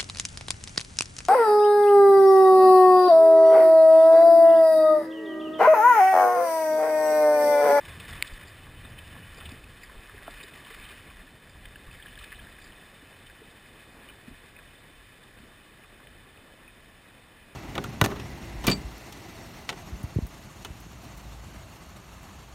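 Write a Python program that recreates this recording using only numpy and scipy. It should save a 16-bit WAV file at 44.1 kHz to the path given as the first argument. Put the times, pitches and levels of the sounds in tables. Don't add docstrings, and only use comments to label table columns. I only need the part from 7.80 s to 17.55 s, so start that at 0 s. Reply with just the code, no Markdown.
import sys
import numpy as np
from scipy import signal
from scipy.fft import rfft, irfft, next_fast_len
from scipy.io import wavfile
from scipy.ndimage import uniform_filter1d, map_coordinates

SR = 44100
rng = np.random.default_rng(int(sys.argv[2]) if len(sys.argv) > 2 else 0)


def boost(x):
    u = np.asarray(x, float) / 20
    return 10 ** u


def wav_record(signal):
    frames = np.transpose(np.atleast_2d(signal))
    bounded = np.clip(frames, -1, 1)
    quanta = np.round(bounded * 32767).astype(np.int16)
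    wavfile.write(sys.argv[1], SR, quanta)


N = 429975


def unit(x):
    return x / np.sqrt(np.mean(x ** 2) + 1e-20)


def along(points, hz):
    f, v = np.transpose(points)
    return np.interp(np.log(hz + 1), np.log(f + 1), v)


def wobble(rate):
    knots = rng.standard_normal(int(N * rate / SR) + 4)
    return map_coordinates(knots, [np.arange(N) * rate / SR])


def slaps(rate, fade_s):
    jumps = (rng.random(N) < rate / SR) * rng.exponential(size=N)
    fading = signal.lfilter([1], [1, -np.exp(-1 / (fade_s * SR))], jumps)
    x = uniform_filter1d(fading, size=40)
    return unit(x - x.mean())


def surges(rows):
    t = np.arange(0, N, 64) / SR
    gain = sum(boost(db) * np.exp(-((t - s) / half) ** 2) for s, db, half in rows)
    return np.interp(np.arange(N) / SR, t, gain)


def filtered(x, response):
    m = next_fast_len(N + SR // 2)
    return irfft(rfft(x, m) * response(np.fft.rfftfreq(m, 1 / SR)), m)[..., :N]


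def rush(patchy_db, spectrum=((1, 0), (2, 0))):
    z = signal.stft(rng.standard_normal(N), nperseg=256)[2]
    field = uniform_filter1d(rng.standard_normal(z.shape), size=4, axis=0)
    field = uniform_filter1d(field, size=8, axis=1)
    x = signal.istft(z * boost(patchy_db * unit(field)), nperseg=256)[1][:N]
    return unit(filtered(x, lambda hz: boost(along(spectrum, hz))))


def pings(s, db, hz, t60, attack, rise):
    s, db, hz, t60 = (np.asarray(v)[:, None] for v in (s, db, hz, np.abs(t60) + 0.0009))
    step = np.arange(int(t60.max() * SR))
    t = step / SR
    envelope = boost(db - 60 * t / t60) * (1 - np.exp(-t / attack))
    wave = envelope * np.sin(2 * np.pi * hz * t * (1 + rise * t / t60))
    place = np.round(s * SR).astype(int) + step
    return np.bincount(place.ravel(), wave.ravel(), N + SR)[:N]


def resonances(modes, hz, sign):
    return sum(sign ** k * boost(db) * 1j * hz * w / (c * c - hz * hz + 1j * hz * w)
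               for k, (c, w, db) in enumerate(modes))


def housing(hz):
    # (centre [Hz], width [Hz], level [dB])
    panels = [(1150, 160, -4), (1400, 190, -10.5), (1722, 157, 2), (1897, 240, -5.5), (2500, 160, -0.5),
              (3010, 143, -4), (3550, 152, 0), (4080, 350, -13), (4660, 200, -19), (5170, 980, -7.5)]
    # (frequency [Hz], level [dB])
    leak = [(300, -28), (900, -22), (2000, -3.5), (3500, -6), (5000, -55)]
    # (centre [Hz], width [Hz], depth [dB])
    notches = [(2750, 150, -5), (3300, 143, -6.5)]
    dips_db = sum(db / (1 + (2 * (hz - c) / w) ** 2) for c, w, db in notches)
    return (resonances(panels, hz, 0.94) + boost(along(leak, hz))) * boost(dips_db)


def sea_level_db():
    # (time [s], wash level [dB])
    sea = [(0.0, -51), (0.33, -48.5), (0.6, -52), (0.91, -55), (1.4, -53.5), (1.67, -52.5), (1.85, -54.5),
           (2.5, -52.5), (2.73, -52.5), (3.1, -51.5), (3.27, -53.5), (3.58, -57.5), (4.03, -55.5),
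           (4.4, -53), (4.7, -54.5), (6.4, -56), (8.0, -57.5), (9.75, -58)]
    s, db = np.transpose(sea)
    return np.interp(np.arange(N) / SR, s, db)


def droplets(wash_db, count):
    draw = rng.random((count, 4))
    share = np.cumsum(boost(wash_db))
    s = np.searchsorted(share, draw[:, 0] * share[-1]) / SR
    hz = 1000 * 5.47 ** draw[:, 1]
    size_db = -4 * np.log(draw[:, 2] + 1 / 40)
    t60 = (8 + 14 * draw[:, 3]) / hz
    return unit(pings(s, size_db, hz, t60, attack=0.000092, rise=0.32))


def wash():
    wash_db = sea_level_db()
    stir = np.clip((wash_db + 59.0) / 8, .1, 1.5)
    uneven = 0.67 * wobble(45) + 1.28 * slaps(70, fade_s=.011) + 0.46 * wobble(90)
    water = unit(boost(stir * uneven) * rush(patchy_db=1.0))
    water = water + boost(-18.0) * stir * droplets(wash_db, count=4000)
    return boost(wash_db + 1.78) * unit(filtered(water, housing))


def foam():
    # (time [s], peak [dB], half length [s])
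    strokes = [
        (1.15, -58.5, 0.49),
        (1.62, -58, 0.13),
        (2.58, -61, 0.14),
        (3.05, -54, 0.13),
        (3.85, -65, .08),
        (4.4, -57.5, 0.16),
    ]
    # (frequency [Hz], density [dB per Hz])
    fizz_spectrum = [(1700, -47), (2300, 1.5), (3000, 6), (3800, -12), (5500, -10)]
    fizz = boost(1.6 * wobble(60)) * rush(3.9, fizz_spectrum)
    return surges(strokes) * unit(filtered(fizz, housing))


def trickle():
    # (start [s], length [s], level of a drop [dB])
    runs = [
        (0.151, .45, -80),
        (1.498, .28, -82),
        (2.249, .4, -75),
        (2.799, .4, -74.5),
        (4.051, .85, -78),
        (6.701, 0.39, -82),
    ]
    drops_per_s, scatter_db = 40, 11.5
    lowest_hz, pitch_range = 1283, 3.17
    drops = []
    for s, length, db in runs:
        for when, size, pitch in rng.random((round(drops_per_s * length), 3)):
            drops.append((s + length * when, db - scatter_db * size, lowest_hz * pitch_range ** pitch))
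    return drops


def puffs():
    # (middle [s], energy [dB], centre [Hz], spread [s])
    splash_rows = [(0.2036, -66, 2500, 0.0028), (.204, -68, 3550, .003), (.3375, -69, 1600, .0053),
                   (.4797, -67.5, 3890, .0048), (1.0535, -74, 1090, 0.0014), (1.192, -68, 2970, 0.0034),
                   (1.3599, -70, 1040, 0.012), (1.606, -70, 3220, 0.0025), (1.6142, -67.5, 1130, 0.0031),
                   (1.657, -68.5, 3300, .002), (1.663, -66.5, 3020, 0.0046), (1.6949, -73, 4210, 0.0023),
                   (1.702, -70, 940, .0095), (1.718, -71.5, 2620, 0.002), (2.0403, -66, 1760, 0.0052),
                   (2.512, -75, 4150, 0.0031), (2.613, -66, 2570, 0.009), (2.49, -76, 1500, .004),
                   (2.7404, -72.5, 3040, 0.0027), (2.869, -68.5, 3220, 0.019), (2.948, -74, 3400, 0.0016),
                   (3.031, -71, 2570, .02), (3.0604, -71, 3240, 0.0068), (3.1, -73, 2700, 0.013),
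                   (3.8575, -71, 3340, 0.0016), (3.858, -71.5, 1950, .003), (4.392, -68.5, 3340, 0.0019),
                   (4.444, -69.5, 3580, 0.0022), (4.5218, -69, 1690, 0.0014), (4.5285, -65.5, 1600, 0.0016),
                   (4.538, -75, 1750, 0.0027), (4.599, -77, 2430, 0.0046), (5.4693, -71.5, 2930, .004),
                   (8.2738, -73, 2560, .0024)]
    # (time [s], energy [dB], centre [Hz])
    drips = [(.335, -69, 3320), (.3798, -72, 2580), (0.5777, -70.5, 1970), (.8717, -74, 895),
             (1.0498, -73, 3680), (1.249, -77, 3000), (1.5883, -73.5, 750), (1.843, -74, 2500),
             (2.098, -71.5, 1030), (2.2968, -70, 1290), (2.381, -71, 1800), (2.39, -72, 1750),
             (2.8718, -74, 940), (2.9493, -72, 1550), (2.999, -73, 2380), (3.3037, -74.5, 2480),
             (3.3119, -73.5, 1020), (4.9248, -76, 2910), (2.635, -72, 1910), (5.501, -72.5, 1630),
             (6.302, -77, 1370), (6.7675, -73, 2420), (6.791, -74, 1480), (6.791, -78, 2520),
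             (6.8775, -81, 3160), (7.4373, -77, 3550), (8.0388, -77, 2620), (8.0448, -77, 1170),
             (8.2042, -75.5, 980), (8.5765, -77.5, 2630), (8.88, -73, 2380)]
    # (time [s], energy
    # [dB], centre [Hz])
    narrow_drops = [(3.9584, -74.5, 2800), (3.9593, -68.5, 1630), (4.068, -78, 1740), (4.1135, -73, 2600),
                    (4.151, -75, 1940), (4.199, -72.5, 1730), (4.227, -71.5, 3300), (4.26, -67, 1660),
                    (4.268, -77, 3300), (4.282, -74, 1750), (4.3549, -73, 3260), (4.3768, -69.5, 1680),
                    (4.414, -76, 1170), (4.442, -72, 1580), (4.504, -82, 3100), (4.67, -72, 1600),
                    (4.817, -77, 3550), (4.08, -77, 1150), (4.152, -81, 3200), (4.329, -79, 3200),
                    (4.43, -76, 3550), (4.437, -74, 1850), (4.5935, -73, 1680), (4.6, -75, 3050),
                    (4.692, -76, 1730), (4.787, -73.5, 1670), (4.8155, -77, 1730), (4.902, -76, 1820),
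                    (2.433, -78, 3500), (2.6333, -69.5, 3800), (2.637, -75, 3930), (6.288, -72, 3000),
                    (6.29, -73, 2500), (6.298, -73.5, 2950), (6.301, -75, 2500)]
    # (time [s], energy [dB], spread [s])
    sprays = [(.4713, -77, .0014), (.5391, -80, 0.0018), (.6817, -76, 0.0079), (1.5471, -83, 0.0011),
              (1.5807, -77, 0.0068), (1.7207, -76.5, 0.0027), (2.0404, -75, 0.0077), (2.635, -75, 0.0041),
              (3.7065, -81, 0.0096), (4.801, -85, .0015), (4.821, -83, .003), (4.845, -77, 0.0025),
              (4.878, -85, .002), (4.84, -80, .02)]
    return ([(s, db, hz, 320 * (hz / 1000) ** .45, spread) for s, db, hz, spread in splash_rows]
            + [(s, db, hz, 165, 0.0018) for s, db, hz in drips]
            + [(s, db, hz, 106, .0014) for s, db, hz in narrow_drops + trickle()]
            + [(s, db, 4770, 190, spread) for s, db, spread in sprays])


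def splashes():
    lead = 1024
    out, t = np.zeros(N + SR), np.arange(4096) / SR
    hz = np.fft.rfftfreq(len(t), 1 / SR)
    for s, db, centre_hz, spread_hz, spread in puffs():
        u = np.maximum(t - lead / SR + 1.21 * spread + 0.0013, 0) / (1.7 * spread)
        envelope = u ** 0.21 * np.exp(-u)
        ragged = boost(3 * np.repeat(rng.standard_normal(32), 128))
        spray = rng.standard_normal(len(t)) * ragged * envelope
        band = resonances([(centre_hz, 4.2 * spread_hz, 0)], hz + 1, 1) ** 3
        puff = irfft(rfft(spray) * band * housing(hz))
        out[round(s * SR):][:len(t)] += boost(db + 1.9) * puff * np.sqrt(SR) / np.linalg.norm(puff)
    return out[lead:N + lead]


def clicks():
    # (time [s], peak [dB])
    strikes = [(0.1994, -47), (0.2793, -48), (0.3082, -41), (0.3306, -48), (0.4529, -47), (0.5352, -50),
               (1.1857, -54), (1.278, -48), (1.5449, -51), (1.6921, -48), (1.8422, -53), (2.2727, -52),
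               (2.4304, -48), (2.5102, -49), (2.7571, -54), (2.9447, -46), (2.9976, -49), (3.8571, -49),
               (3.8861, -51), (3.9569, -57), (4.0634, -58), (4.1285, -51), (4.4408, -51), (4.5261, -55),
               (4.7257, -58), (5.4645, -52), (5.4969, -52), (6.2844, -55), (7.4345, -54), (8.8774, -62)]
    s, db = np.transpose(strikes)
    place = np.round(s * SR).astype(int) + 40
    blows = np.bincount(place, boost(db + 24) * rng.choice([-1, 1], len(s)), N)
    thin_wall = [(4900, 2500, 0)]  # (centre [Hz], width [Hz], level [dB])
    return filtered(blows, lambda hz: resonances(thin_wall, hz, 1) + boost(-3) * housing(hz))


def drumming():
    # (time [s], peak [dB], half length [s])
    drum_waves = [(.19, -43, 0.1), (.34, -44, 0.045), (.76, -51.5, 0.31), (.9, -54, 0.055),
                  (1.12, -44, 0.14), (1.4, -45.5, 0.096), (1.68, -44.5, 0.091), (1.9, -57, .05),
                  (2.18, -47, 0.026), (2.35, -55, 0.065), (3.04, -68, 0.037), (3.25, -55, 0.078),
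                  (3.75, -56.5, 0.26), (3.95, -59, 0.069), (4.1, -52, .06), (4.27, -58, 0.031),
                  (4.38, -66, 0.041), (4.63, -60, 0.07), (5.9, -66, 0.08), (6.52, -62, 0.046),
                  (7.6, -62, 0.048), (8.35, -67, .1)]
    return surges(drum_waves)


def slosh(chop_db, drummed):
    # (frequency [Hz], density [dB per Hz])
    slosh_spectrum = [(59, -36), (100, -3.5), (209, -1.5), (300, -2.5), (340, -3.5), (679, -7),
                      (1140, -13.5), (1500, -13), (1950, -36), (3300, -120)]
    # (time [s], peak [dB], half length [s])
    laps = [
        (5.3, -81, 0.12),
        (6.25, -71, 0.17),
        (7.6, -73, 0.046),
        (8.25, -69, 0.19),
        (8.7, -75, 0.19),
    ]
    gain = boost(-59 + 0.48 * chop_db) + 0.053 * drummed + surges(laps)
    return gain * unit(boost(1.26 * wobble(25)) * rush(0.39, slosh_spectrum))


def seat_gain(calm_db, chop_db):
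    return boost(calm_db + 0.81 * chop_db + 1 * wobble(7))


def heave(chop_db):
    # (frequency [Hz], density [dB per Hz])
    heave_spectrum = [(12, -29), (25, 5.5), (60, 2), (90, -20), (200, -51)]
    # (time [s], peak [dB], half length [s])
    lifts = [(0, -50, 0.087), (.35, -42.5, .06), (.54, -44, 0.068), (.8, -56, 0.067), (1.0, -48, 0.14),
             (1.27, -49, 0.11), (1.6, -51, .1), (1.84, -53, 0.13), (2.15, -48, 0.08), (2.38, -50, .07),
             (2.55, -56, 0.1), (3.0, -52, .08), (3.39, -50, 0.15), (3.7, -53, 0.046), (3.83, -46, 0.095),
             (3.97, -52, .06), (4.2, -54, .1), (4.4, -46.5, 0.091), (4.63, -50.5, 0.14), (4.85, -56, 0.11),
             (5.6, -64, .15), (5.92, -59, 0.043), (6.33, -57, 0.041), (6.51, -49, 0.038), (7.2, -55, 0.11),
             (6.9, -64, .06), (7.6, -58, .08), (8.3, -57, 0.2), (9.04, -60.5, 0.16), (9.72, -63, 0.082)]
    return (seat_gain(-65, chop_db) + 0.43 * surges(lifts)) * rush(.3, heave_spectrum)


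def boom(chop_db, drummed):
    # (frequency [Hz], density [dB per Hz])
    boom_spectrum = [(40, -24), (75, 3), (120, -1.5), (200, -11.5), (320, -24), (600, -54)]
    return (seat_gain(-64.5, chop_db) + 0.52 * drummed) * rush(0.46, boom_spectrum)


def gulps():
    # (time [s], peak [dB], pitch [Hz], t60 [s])
    pockets = [(1.047, -36.5, 235, 0.041), (1.355, -45.5, 240, 0.16), (1.578, -38, 450, 0.03),
               (1.719, -31.5, 254, 0.036), (2.342, -46, 396, 0.081), (2.64, -35, 390, 0.028),
               (2.904, -46, 443, 0.086), (3.4, -44, 188, 0.092), (3.43, -43.5, 257, 0.075),
               (4.887, -54, 267, 0.054), (5.222, -45.5, 268, 0.074), (5.617, -35, 424, 0.03),
               (6.479, -32, 229, 0.049), (6.512, -38, 254, 0.05), (7.598, -46, 218, 0.095),
               (7.626, -45, 236, 0.054), (7.635, -49, 330, .07), (7.49, -52, 350, .06),
               (7.04, -49, 150, .1)]
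    s, db, hz, t60 = np.transpose(pockets)
    return pings(s, db + 3, hz, t60, attack=0.0051, rise=0.069) * boost(2.5 * wobble(90))


def thumps():
    # (time [s], peak [dB], pitch [Hz], t60 [s])
    hits = [
        (0.525, -26, 48, 0.083),
        (2.16, -37, 35, 0.15),
        (4.075, -34.5, 42.3, 0.1),
    ]
    return -pings(*np.transpose(hits), attack=0.0033, rise=-0.49)


def paddle_knock():
    # (time [s], peak [dB], pitch [Hz], t60 [s])
    knock_modes = [
        (2.4775, -26, 1400, 0.014),
        (2.478, -30, 1130, 0.014),
        (2.4785, -33, 900, 0.016),
        (2.479, -22.5, 690, 0.018),
        (2.4823, -37, 298, 0.039),
        (2.483, -43, 474, .025),
        (2.4775, -38, 1750, .01),
        (2.489, -38, 620, .015),
    ]
    return pings(*np.transpose(knock_modes), attack=0.0017, rise=-0.064)


def hull():
    chop_db = sea_level_db() + 58
    drummed = drumming()
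    rumble = slosh(chop_db, drummed) + heave(chop_db) + boom(chop_db, drummed)
    return rumble + gulps() + thumps() + paddle_knock()


def tick():
    # (centre [Hz], width [Hz], level [dB])
    case_modes = [(2250, 460, 5), (4700, 680, -7.5), (3700, 500, -10), (970, 69, 4), (2700, 110, -13),
                  (1850, 150, -2)]
    blow = np.zeros(N)
    blow[round(.4244 * SR)] = boost(12.0)
    stiff = lambda hz: (hz * hz / (hz * hz - 1500 ** 2 - 1j * hz * 1900)) ** 2
    return filtered(blow, lambda hz: stiff(hz) * resonances(case_modes, hz, -0.91))


def scene():
    return np.tile(wash() + foam() + splashes() + clicks() + hull() + tick(), (2, 1))


def input_filter(hz):
    poles = np.exp(1j * np.pi * (np.arange(11) + 6) / 11)
    return np.prod([(1 - 1j * hz / 5450 / p) ** -1.6 for p in poles], axis=0)


def channel_noise():
    # (frequency [Hz], density [dB per Hz])
    noise_spectrum = [(60, -16.5), (600, -2), (1300, -13), (2100, -15), (3200, -8.5), (4500, -5.5),
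                      (5500, -9.5), (6000, -49), (6500, -21), (7400, -7.5), (8500, -18), (9800, -50)]
    apart = boost(-83.0) * rush(2.2, noise_spectrum)
    return np.array([apart, -apart])


def band_limit(x):
    return signal.sosfilt(signal.butter(12, 15295, fs=SR, output="sos"), x)


def record(dry):
    smooth = filtered(dry, input_filter)
    slow = signal.resample_poly(smooth, 40, 147, axis=1)
    slow = slow + boost(-77.5) * rng.standard_normal(slow.shape[1])
    held = np.repeat(slow, 4, axis=1)
    held = signal.resample_poly(held, 147, 160, axis=1)[:, :N]
    held = filtered(held, lambda hz: np.where(hz < 15295, 1, boost(-24)))
    return band_limit(held + channel_noise())


dry = scene()
out = record(dry)
wav_record(out)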